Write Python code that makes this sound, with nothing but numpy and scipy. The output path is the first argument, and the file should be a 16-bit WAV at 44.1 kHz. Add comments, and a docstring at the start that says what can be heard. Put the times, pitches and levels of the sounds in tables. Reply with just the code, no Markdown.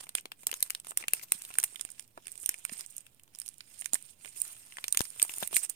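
"""Foil sachet crinkled and torn

Fingers crinkle and tear a small foil sachet close to two hand-held microphones in a quiet room.
Creases snap as shaped noise bursts with a ringing facet; rustle is a dense train of tiny slips over a rub.
Soft low pushes of air and hand are decaying sines; room hum and hiss are shaped noise.
The foil gets close echoes and a short tail, then a colour per microphone; the right one hears it later."""
import sys
import numpy as np
from scipy import signal
from scipy.fft import rfft, irfft
from scipy.io import wavfile
from scipy.ndimage import uniform_filter1d, map_coordinates

SR = 44100
rng = np.random.default_rng(int(sys.argv[2]) if len(sys.argv) > 2 else 0)


def generate_wav(sig):
    """Save sig (samples, or channels by samples) to the path in sys.argv[1] as 16-bit PCM at SR."""
    pcm = np.round(np.clip(np.atleast_2d(sig).T, -1, 1) * 32767).astype(np.int16)
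    wavfile.write(sys.argv[1], SR, pcm)


N = 253839

# loudest buckling creases: start_s [s], treble_db [dB, energy at the foil], mid_over_treble_db [dB],
# ring_hz [Hz], bass_over_treble_db [dB], left_over_right_db [dB]
CREASES = [(0.068, -36.5, 18.5, 1340, 32, -4), (0.0914, -14, 5, 3770, 3, -1.5),
           (0.1515, 2.2, 1, 3260, 5, 0.5), (0.1833, -23.5, 19.5, 3430, 15, 8),
           (0.2095, -23, -15, 2410, -14, 9), (0.2558, -19, 12.5, 3400, 24.5, 1.5),
           (0.3183, -15, 12, 3240, 5.5, -1), (0.4328, -22.5, 0, 2410, 16, 1),
           (0.469, 6.5, -4, 4180, 0.5, -3.5), (0.4924, -38, 20, 1760, 20, 17),
           (0.5145, -4, 2, 4360, -5.7, -4), (0.528, -20.5, 15, 3160, 24.5, 8.5),
           (0.54, -12, 9.5, 5960, -10, 2), (0.605, -12.5, -1, 3940, -6, -1),
           (0.6265, 7.5, -4, 4360, -1, -3.5), (0.6992, -11.5, 2, 2680, -5, 1),
           (0.7043, -1.5, 3, 2830, -30, 5.5), (0.7488, -11.5, 12.5, 4330, -12, -4.5),
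           (0.7994, -17.5, -1, 4200, -20, -6), (0.8467, -25, 7.5, 1340, 10, -1),
           (0.869, -16.5, 1, 1200, 13.5, -2), (0.9079, -13, -1.5, 1930, 14, -7.5),
           (0.918, -27.5, 13.5, 1220, 29, 0.5), (0.9733, 6.2, -5, 5560, 2, -7),
           (1.009, -31, 13, 1110, 31, -9), (1.026, -37, 26, 2160, 31, 9), (1.0382, -30.5, 26, 1960, 34, -4),
           (1.0824, -1.3, 6, 2430, -3, 1), (1.135, 8, -5, 2710, -1, 3), (1.168, -21.4, 5, 1770, -6, -3),
           (1.1953, -20.5, 9, 1600, 5, 3), (1.213, -37, 21, 1850, 20, -6), (1.3204, 9, 0, 2470, -9, 0),
           (1.4198, -12.5, -2.5, 5770, 0, -5), (1.45, -16.5, 6, 3640, 2, -2),
           (1.5037, -27.5, 13.5, 1230, 30, -9), (1.51, -36.5, 22, 1360, 28, -1),
           (1.5396, -16.5, 4.5, 3500, -13, -9), (1.554, -22, 11, 1460, 8, -7),
           (1.5856, 8.5, -4.2, 1530, 1.5, -4.5), (1.6, -8, 3, 6000, 12.5, -6),
           (1.6296, -8.5, -2, 4300, -4, 7), (1.638, 1.5, 0, 2400, 2.5, -6.5), (1.642, 4, -10, 2280, -8, 11),
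           (1.7464, -34, 12, 1340, 23, -8), (1.7579, -20, 11.5, 2060, 8, -17.5),
           (1.795, -29, 15, 1960, 20, -19), (1.811, -8, 1, 5150, 2, -5.5),
           (1.8501, -16.5, 4, 2120, 22, -14), (1.8893, -38.5, 20.5, 1540, 21, -11),
           (1.9024, -18.5, -11, 4780, -10, -11), (1.917, -25, -13, 1720, -5, -13),
           (1.9952, -18.5, 7, 4940, 4, -11), (2.0774, -30, -11, 4610, 1, -6),
           (2.1752, -32.5, 17.5, 1250, 42.5, -11.5), (2.2568, -30.5, 9, 1630, 0, -10),
           (2.269, -17, 3.5, 1510, 15, -9), (2.2805, -23.5, 9, 1660, 10, -14),
           (2.318, -19, -36, 5430, -18.9, -17), (2.324, -25, -25, 1450, 0, -15),
           (2.355, -30.5, 4, 2100, 10, -21), (2.3766, -27, -8, 5810, 0, -22),
           (2.4001, -23.5, -24, 5770, -14, -13), (2.4341, -24.5, 0.5, 1300, 18, -1),
           (2.46, -1, -7, 5200, -19, -13), (2.4918, 5.5, -3, 1570, 0, -4), (2.542, -17, 11, 2000, 15, -7),
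           (2.5867, -27, -14, 1340, 11, -17), (2.6503, -9.5, 5, 2180, 2.5, -18),
           (2.694, -30.5, 22.5, 2180, 29, -12.5), (2.7193, -31, 14, 1300, 25, -2),
           (2.734, -16.5, -3, 4870, -14, -13), (2.8081, -11.5, 3, 4650, -14, -2.5),
           (2.862, -19, -28, 3230, -20, -18), (2.9658, -16.5, -23, 5400, -15, -16),
           (2.9807, -16, -4.5, 5730, -17, -8), (3.0058, -30.5, -2, 2180, 3, -15),
           (3.066, -25.5, 4, 1600, -6, 8), (3.1462, -36.8, -6, 5030, -4, -7),
           (3.1958, -32, 7.5, 2790, 2, -6), (3.2345, -29.5, -8, 1116, -8, -14),
           (3.2776, -44.5, 16.5, 1250, 16, -3), (3.349, -31, 7, 5210, 18, -19),
           (3.3574, -26, -2, 5800, -11, -7), (3.387, -15, -6.5, 3670, -21, -10),
           (3.3998, -14.5, -11, 5560, -17, -15), (3.4163, -18, 1, 5150, 1, -12.5),
           (3.461, -19.5, -6, 5990, -15, -18), (3.4677, -27, -8, 5990, -13, -15),
           (3.4791, -13, -4.5, 5460, -11, -3), (3.4878, -14, -15, 4090, -14.3, -13),
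           (3.541, -31.5, -5, 3960, 2, -15), (3.582, -24, -34, 4650, -16, -13),
           (3.6058, -32, 23, 2520, 0, -12), (3.7924, -27, -18, 5770, -6, -15),
           (3.812, -16, -8, 1290, -20, -8), (3.82, -32, 17.5, 1930, 19, -21),
           (3.858, -11, 9, 2300, -6, -17), (3.9335, -0.5, -9.5, 5540, 4.5, -14.5),
           (3.9436, -7, -42, 5800, -20, -24), (3.954, -16.5, 14, 1770, 11.5, -11.5),
           (4.025, -24, -20, 5990, -2, -9), (4.2471, -34, 24, 2040, 32, -12.5),
           (4.257, -26.5, 12.5, 1510, 22.5, -17), (4.2757, -32, 16, 2060, 18, -15),
           (4.402, -12.5, -31, 5550, -5, -8), (4.4175, -6.5, -40, 4500, 1, -19.5),
           (4.7224, -36.5, 24.5, 1820, -2, -3), (4.7697, -22.5, 16, 1720, 15, -3),
           (4.784, -27, 24.5, 1730, 22, -2), (4.8411, -6, 8, 2570, 14.5, -3), (4.8814, -6, 3, 5930, 3, -5),
           (4.9251, 2.5, -5, 3960, -14, -6.5), (4.9466, -7.5, 6, 1300, 8, -5),
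           (4.9729, 5.5, 1, 4330, -5, -2), (4.9921, -5, 4.5, 5730, -4, -2), (5.0062, -2, 3, 5700, 10.5, 14),
           (5.015, -6.5, -3.5, 2150, -10, -14), (5.053, -16.5, 5, 4800, -22, 4),
           (5.1022, -21, -6, 4770, -16, -11), (5.1607, -35, -12, 1210, 31, -13),
           (5.1972, -4, 2, 3220, -15, -4), (5.2183, -6, 7.5, 5000, -1, 3), (5.2269, 10, -10, 4870, -3.5, 0),
           (5.25, -15, -14, 1290, 8, 14), (5.294, -15.5, 13.5, 2730, 14.5, 1),
           (5.383, -6, -20, 5170, -2, 1), (5.4267, -10.5, 1.5, 1630, 20, 13),
           (5.4317, -13, 14, 3700, -12, -1), (5.4745, -8.5, -9, 2310, -22, -20),
           (5.511, -30, 1, 1160, 20, 12), (5.5293, -20, 3.5, 1110, 20.5, 18.5),
           (5.5426, -18, 8, 3790, -6, -15), (5.5664, 4.5, 1.5, 4300, 2.5, 8.5),
           (5.6971, -4, -39, 5940, -5, -17)]
SNAP_SCALE_MS, SNAP_SPREAD_DB = 1.033, 1.36
# dB of length per dB: stronger snaps are quicker, those heavy in mid are longer
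LENGTH_PER_TREBLE_DB, LENGTH_PER_MID_DB = -0.09, 0.125


def snaps(rows):
    """Each crease gives a quick burst and a weaker flutter; the facet beside it rings; lower sound lasts longer."""
    start_s, treble_db, mid_db, ring_hz, bass_db, pan_db = np.transpose(rows)[..., None]
    length_db = LENGTH_PER_TREBLE_DB * treble_db + LENGTH_PER_MID_DB * mid_db
    length_db = length_db + SNAP_SPREAD_DB * rng.standard_normal(start_s.shape)
    scale_ms = SNAP_SCALE_MS * gain_of(length_db)
    size, lead = 1024, 256  # samples
    t_ms = (np.arange(size) - lead) * 1000 / SR

    hz = np.fft.rfftfreq(size, 1 / SR)
    half_width_hz = .13 * ring_hz
    resonance = 1 / (1 + 1j * (hz - ring_hz) / half_width_hz)
    ring = 0.65 / (1 + (hz / ring_hz / 2.2) ** 2) + resonance

    noise = two_views((len(start_s), size), 0.73)
    shove = 0.24 * np.sign(noise[0, :, :1])  # the facet also jumps as a whole, in or out
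    burst = 0
    for k, (over_db, stretch) in enumerate(zip((0, mid_db, bass_db), (.3, .35, .6))):
        age = np.maximum(t_ms, 0) / (stretch * np.maximum(scale_ms, .2))
        quick = age ** 2 * np.exp(-2.2 * age)
        flutter = 0.19 * np.minimum(age, 1) * np.exp(-.3 * age)
        band = bands((noise + shove * k / 2) * (quick + flutter), ring)[k]
        burst = burst + band * gain_of(treble_db + over_db) / np.sqrt(size)
    burst = patchy(burst, 2.6) * panned(pan_db)

    out = np.zeros((2, N))
    for k in range(len(start_s)):
        add(out, start_s[k, 0] - lead / SR, burst[:, k])
    return out


TICKS_PER_S = 16
TICK_OVER_RUSTLE_DB, TICK_SPREAD_DB = 18, 3
TICK_MID_DB, TICK_BASS_DB, TICK_COLOUR_SPREAD_DB = 0, 8, 6.5


def ticks(level_db):
    """Small creases at random moments, as strong as the rustle around them allows; rows as in CREASES."""
    when, pitch = rng.random((round(TICKS_PER_S * N / SR), 2)).T
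    size, mid, bass, side = rng.standard_normal((len(when), 4)).T
    at = np.int_(when * (N - 1))
    treble_db = level_db[at] + TICK_OVER_RUSTLE_DB + TICK_SPREAD_DB * size
    mid_db = TICK_MID_DB + TICK_COLOUR_SPREAD_DB * mid
    bass_db = TICK_BASS_DB + TICK_COLOUR_SPREAD_DB * bass
    ring_hz = 1100 * 5.5 ** pitch
    pan_db = along(PLACE)[at] + 4 * side
    return np.transpose([at / SR, treble_db, mid_db, ring_hz, bass_db, pan_db])


# grip and work of the fingers: time_s [s], treble_db [dB]
GRIP = [(0, -51), (0.09, -66), (0.3, -102), (0.5, -80), (0.56, -51), (0.79, -61), (0.82, -82), (0.95, -74),
        (1.05, -66), (1.2, -56), (1.28, -62), (1.39, -47), (1.65, -50.5), (1.95, -61.5), (2.1, -78),
        (2.29, -57), (2.69, -54.5), (2.98, -59.5), (3.07, -70.5), (3.26, -82), (3.42, -59), (3.56, -69.5),
        (3.69, -60.5), (3.73, -55), (3.9, -61.5), (4.0, -59), (4.125, -57.5), (4.15, -74.5), (4.34, -58),
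        (4.63, -54.5), (4.9, -54), (5.09, -53.5), (5.21, -46), (5.25, -43.5), (5.45, -39), (5.5, -59),
        (5.76, -67)]
# where the sachet is held: time_s [s], left_over_right_db [dB]
PLACE = [(0, -2), (1.3, 0), (1.9, -6.5), (2.5, -5.5), (3.1, -7), (4.1, -12.5), (4.5, -2.5), (5.2, -2),
         (5.45, -3.5), (5.6, -6), (5.76, -11)]
# short slides of a finger or of the tear: loudest_s [s], treble_db [dB], length_s [s],
# pan_off_place_db [dB, left over right], dull_db [dB, added to mid and bass over treble]
STROKES = [(0.008, -40, 0.022, -7, 14.5), (0.039, -40.5, 0.034, 1, 4), (0.18, -44.5, .08, -12, 6.5),
           (0.425, -52, 0.14, -3, -3), (0.571, -44, 0.15, 0, -4.5), (0.653, -54, 0.067, -5, -9),
           (0.891, -42, .11, -1, 0), (1.006, -45.5, 0.089, -6, 13), (1.166, -49.5, 0.18, -4, 11),
           (1.234, -33.5, 0.042, 4, 0.5), (1.347, -45.5, 0.16, -12, 5.5), (2.008, -53.5, 0.15, -4, -1),
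           (2.431, -40.5, .12, -1, -6), (2.525, -51, 0.09, 17, 9), (2.735, -41, 0.11, 0, 2.5),
           (2.797, -43, 0.13, -0.5, 7.5), (2.907, -50, 0.044, -6, -10), (3.806, -40, 0.04, -2, -6),
           (3.85, -42, 0.031, 6, -7), (3.947, -26.5, 0.042, 13, 3.5), (4.264, -49.5, 0.2, 0, 1.5),
           (4.391, -40.5, 0.16, -0.5, -2), (4.479, -42, 0.43, -0.5, 0.5), (4.93, -47, .05, 6, -26),
           (5.037, -49, 0.24, -20, -3), (5.426, -36.5, 0.1, 3, 11), (5.54, -41.5, 0.077, 6, 13),
           (5.568, -25, 0.11, -7, -0.5), (5.64, -30.5, 0.062, 1.5, 4), (5.7, -29.5, 0.027, 2, 0)]
STROKE_RISE_SHARE, STROKE_END_DB, STROKE_ROUND = 0.51, -30.5, 1.29  # rise share of length, level at its ends
SETTLE_DB, SETTLE_RISE_S, SETTLE_T60_S = -47.5, 0.0027, 0.18  # level is relative to the snap


def working():
    """Powers of grip, slides and settling after listed snaps add up; returns rustle treble, pan and dullness in dB."""
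    t, kicks = np.arange(N) / SR, np.zeros(N)
    for start_s, treble_db, *_ in CREASES:
        kicks[round(start_s * SR)] = gain_of(2 * (treble_db + SETTLE_DB))
    age_s = t[:SR // 4]
    settling = np.minimum(age_s / SETTLE_RISE_S, 1) * gain_of(-120 * age_s / SETTLE_T60_S)
    settled = abs(signal.fftconvolve(kicks, settling)[:N])

    power, aside, duller = gain_of(2 * along(GRIP)) + settled, 0, 0
    for loudest_s, treble_db, length_s, pan_db, dull_db in STROKES:
        before = (loudest_s - t) / STROKE_RISE_SHARE
        after = (t - loudest_s) / (1 - STROKE_RISE_SHARE)
        away = np.maximum(before, after) / length_s
        slide = gain_of(2 * (treble_db + STROKE_END_DB * away ** STROKE_ROUND))
        power = power + slide
        aside = aside + slide * pan_db
        duller = duller + slide * dull_db
    return 10 * np.log10(power), along(PLACE) + aside / power, duller / power


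# harder rustle is brighter: mid and bass over treble at MEDIUM_DB, and change per dB
MEDIUM_DB = -55
RUSTLE_MID_DB, MID_PER_DB, RUSTLE_BASS_DB, BASS_PER_DB = 2, -0.42, 3.5, -0.287
SLIPS_PER_S = 500  # in each of the shared and own trains
RUB_SHARE = 1.2  # multiple of the smallest slip


def slips(spread_db):
    """Impulses at random moments; exponential sizes in dB make a few of them large."""
    size = gain_of(spread_db * np.minimum(rng.exponential(1, N), 5))
    return size * (rng.random(N) < SLIPS_PER_S / SR)


def rustle(treble_db, pan_db, dull_db):
    """Countless tiny slips and creases over a smooth rub; a few are large, and they come in clumps."""
    harder_db = treble_db - MEDIUM_DB
    mid_db = RUSTLE_MID_DB + MID_PER_DB * harder_db + dull_db
    bass_db = RUSTLE_BASS_DB + BASS_PER_DB * harder_db + dull_db
    noise = two_views((N,), 0.33)
    shared = slips(2.6)
    parts = []
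    for k, decay_ms in enumerate((.5, .8, 1.5)):
        decay = np.exp(-1000 / (decay_ms * SR))
        grain = signal.lfilter([1], [1, -decay], shared + slips(2.4)) + RUB_SHARE
        wander = uniform_filter1d(uniform_filter1d(rng.standard_normal(N), 400), 400)
        envelope = grain * gain_of(2.1 * evened(wander))
        slow = np.sqrt(uniform_filter1d(envelope ** 2, 3000))  # levelled, so treble_db sets the loudness
        parts.append(bands(noise * envelope / slow)[k])
    treble, mid, bass = parts
    treble, mid = patchy(treble, 3.5), patchy(mid, 2.4)
    mixed = treble + gain_of(mid_db) * mid + gain_of(bass_db) * bass
    return mixed * gain_of(treble_db) * panned(pan_db)


# soft low pushes of air and hand: start_s [s], level_db [dB, before envelope and leak], pitch_hz [Hz],
# left_over_right_db [dB], decay_swings [cycles]
PUSHES = [(1.135, -29, 202, 23, 0.13), (1.349, -46, 199, -3, 1.5), (2.72, -37, 225, -4, 1.4),
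          (3.936, -36.5, 262, -1, 1.16), (5.0065, -21, 184, 44.5, 0.12), (5.227, -53, 310, 17, 1.5),
          (5.425, -41.5, 195, 27, 1.7), (5.528, -48, 170, 5, 4.2)]


def pushes():
    """A dull knock with a soft start; with less than one swing it is a puff of pressure."""
    out = np.zeros((2, N))
    for start_s, level_db, pitch_hz, pan_db, swings in PUSHES:
        turns = np.arange(3000) / SR * pitch_hz
        rise = np.minimum(turns / swings ** 2 / 0.2, 1)
        knock = np.sin(2 * np.pi * turns) * rise * np.exp(-turns / swings * 1.7)
        # pressure leaks away: high-pass at 60 Hz
        knock = signal.lfilter([1, -1], [1, -np.exp(-2 * np.pi * 60 / SR)], knock)
        add(out, start_s, gain_of(level_db) * panned(pan_db)[:, None] * knock)
    return out


# reflections off table top, cup and hands: delay_ms [ms, varied by 10 %], level_db [dB]
ECHOES = [(1.1, -42.5), (2.8, -16.5), (5, -31)]
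TAIL_DB, TAIL_T60_S = -18.5, 0.098


def nearby(x):
    """A few close reflections and a short, weak room tail, different at each microphone."""
    t = np.arange(SR // 5) / SR
    tail = rng.standard_normal((2, len(t))) * gain_of(-60 * t / TAIL_T60_S) * (t > .003)
    taps = gain_of(TAIL_DB) * tail / np.linalg.norm(tail, axis=1, keepdims=True)
    taps[:, 0] = 1
    for delay_ms, level_db in ECHOES:
        at = np.int_(delay_ms * rng.uniform(.9, 1.1, 2) * SR / 1000)
        taps[[0, 1], at] += gain_of(level_db)
    return signal.fftconvolve(x, taps, axes=1)[:, :N]


# colour of each microphone port, and the steep end of the treble above 15.7 kHz: pitch_hz [Hz], level_db [dB]
LEFT_PORT = [(60, -1), (150, -11), (500, -1), (900, 1.5), (4800, -1.5), (5500, 4), (7500, -1), (8300, 6.5),
             (10000, -9), (10500, 1), (12800, 0), (14000, 2), (15200, -11.5), (15700, -15), (17000, -30)]
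RIGHT_PORT = [(60, -17.5), (300, -12.5), (1100, -9), (1700, -6.5), (2600, -3.5), (4500, -1.5), (5300, 3.5),
              (5800, 0), (7000, 8), (7800, 7.5), (8800, 16), (9600, 11.5), (10200, 3.5), (12500, -5.5),
              (14500, -6), (15200, -4.5), (15700, -15), (17000, -46)]
# the further left the sachet, the later the right microphone hears it
RIGHT_LAG_MS, LAG_MS_PER_DB = .5, .018


def ports(x):
    """Each port colours its microphone, ringing at its resonances; the right one hears the sachet later."""
    lag = (RIGHT_LAG_MS + LAG_MS_PER_DB * along(PLACE)) * SR / 1000
    late = map_coordinates(x[1], [np.arange(N) - lag], order=5, mode="nearest")
    responses = [causal(LEFT_PORT), causal(RIGHT_PORT)]
    return signal.oaconvolve([x[0], late], responses, axes=1)[:, :N]


# room spectrum: pitch_hz [Hz], density_db [dB per Hz, relative]
ROOM_SPECTRUM = [(18, 7), (33, -31), (60, -2), (86, 5.5), (125, 5), (300, -2.5), (1040, -17.5), (2840, -21),
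                 (3720, -27), (7110, -26.5), (9320, -19.5), (15300, -19), (15900, -27.5)]
# left-right likeness of the room: pitch_hz [Hz], likeness [0..1]
ROOM_LIKENESS = [(60, 0.71), (240, 0.75), (950, 0.0), (3770, 0.45), (15000, 0.48)]
# side of the room tone: pitch_hz [Hz], left_over_right_db [dB]
ROOM_PAN = [(60, -2.5), (240, -4.5), (950, -18.5), (3770, 9), (15000, -24.5)]
ROOM_TONE_DB = -71  # rms of the mean of both channels


def room_tone():
    """A low wavering hum of the building over microphone hiss, made as spectral frames of noise."""
    frames, hz = N // 1024 + 5, np.fft.rfftfreq(4096, 1 / SR)
    a, b, c, d, patches = rng.standard_normal((frames, 2049, 5)).T
    patches_db = evened(uniform_filter1d(uniform_filter1d(patches, 20, 0), 4, 1))
    same = np.clip(read(ROOM_LIKENESS, hz), -1, 1)[:, None]
    left = a + 1j * b
    right = same * left + np.sqrt(1 - same ** 2) * (c + 1j * d)
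    level = gain_of(read(ROOM_SPECTRUM, hz)[:, None] + patches_db)
    z = np.array([left, right]) * level * panned(read(ROOM_PAN, hz))[..., None]
    sound = signal.istft(z, nperseg=4096, noverlap=3072)[1][:, :N]
    return gain_of(ROOM_TONE_DB) * sound / sound.mean(0).std()


def patchy(x, spread_db):
    """The crumpled foil favours other pitches from moment to moment, a little differently for each microphone."""
    z = signal.stft(x, nperseg=256)[2]
    field = two_views(z.shape[1:], 0.94)
    field = evened(uniform_filter1d(uniform_filter1d(field, 7, -2), 8, -1))
    shaped = signal.istft(z * gain_of(spread_db * field), nperseg=256)[1][..., :x.shape[-1]]
    keep_level = np.linalg.norm(x, axis=-1, keepdims=True) / np.linalg.norm(shaped, axis=-1, keepdims=True)
    return shaped * keep_level


# band centres: bass_hz, mid_hz, treble_hz [Hz]
BAND_HZ = (353, 2620, 13430)


def bands(x, ring=1):
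    """Splits x into treble, mid and bass, each levelled to its share of white noise of power 1; ring colours mid."""
    hz = np.fft.rfftfreq(x.shape[-1], 1 / SR)
    bass, mid, treble = np.array([read(list(zip(BAND_HZ, row)), hz) for row in np.eye(3)]) ** 2
    bass = bass * (hz / (hz + 200)) ** 2
    out = []
    for share, colour in ((treble, 1), (mid, ring), (bass, 1)):
        band = irfft(rfft(x) * share * colour, x.shape[-1])
        out.append(evened(band, axis=-1) * np.sqrt(np.mean(share ** 2)))
    return out


def two_views(shape, same):
    """Noise as two microphones meet it: a common part and a part of their own."""
    common, own = rng.standard_normal(shape), rng.standard_normal((*shape, 2))
    same = np.clip(same, 0, 1)
    return same * common + np.sqrt(1 - same ** 2) * np.moveaxis(own, -1, 0)


def causal(points):
    """Minimum-phase impulse response with this spectrum: it rings only after the blow."""
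    log_level = np.log(gain_of(read(points, abs(np.fft.fftfreq(4096, 1 / SR)))))
    return np.fft.ifft(np.exp(np.conj(signal.hilbert(log_level)))).real[:1024]


def gain_of(db):
    """Amplitude factor of a level in dB."""
    return 10 ** (np.asarray(db) / 20)


def panned(db):
    """Left and right gains, half of the dB difference each."""
    return gain_of(np.multiply.outer([.5, -.5], db))


def evened(x, axis=None):
    """Scales x to rms 1."""
    return x / np.sqrt(np.mean(x ** 2, axis=axis, keepdims=True) + 1e-20)


def read(points, hz):
    """Reads a curve over log frequency."""
    f, value = np.transpose(points)
    return np.interp(np.log(hz + 1), np.log(f + 1), value)


def along(curve):
    """Reads a curve over time, one value per sample."""
    time_s, value = np.transpose(curve)
    return np.interp(np.arange(N) / SR, time_s, value)


def add(mix, start_s, sound):
    """Adds sound into mix at start_s, cut at the end."""
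    part = mix[:, max(round(start_s * SR), 0):][:, :sound.shape[1]]
    part += sound[:, :part.shape[1]]


def scene():
    """Foil passes echoes and ports; pushes and room tone are added after them."""
    level_db, pan_db, dull_db = working()
    creases = snaps(np.vstack([CREASES, ticks(level_db)]))
    foil = creases + rustle(level_db, pan_db, dull_db)
    return ports(nearby(foil)) + pushes() + room_tone()


EDGE_HZ = 16800


def record(dry):
    """The loudest snaps are rounded a little; band limit; a slight constant offset of the converter."""
    rounded = .9 * np.tanh(dry / .9)
    lowpass = signal.firwin(511, EDGE_HZ, window=("kaiser", 9), fs=SR)
    return signal.oaconvolve(rounded, lowpass[None], "same") + 0.0003


dry = scene()
out = record(dry)
generate_wav(out)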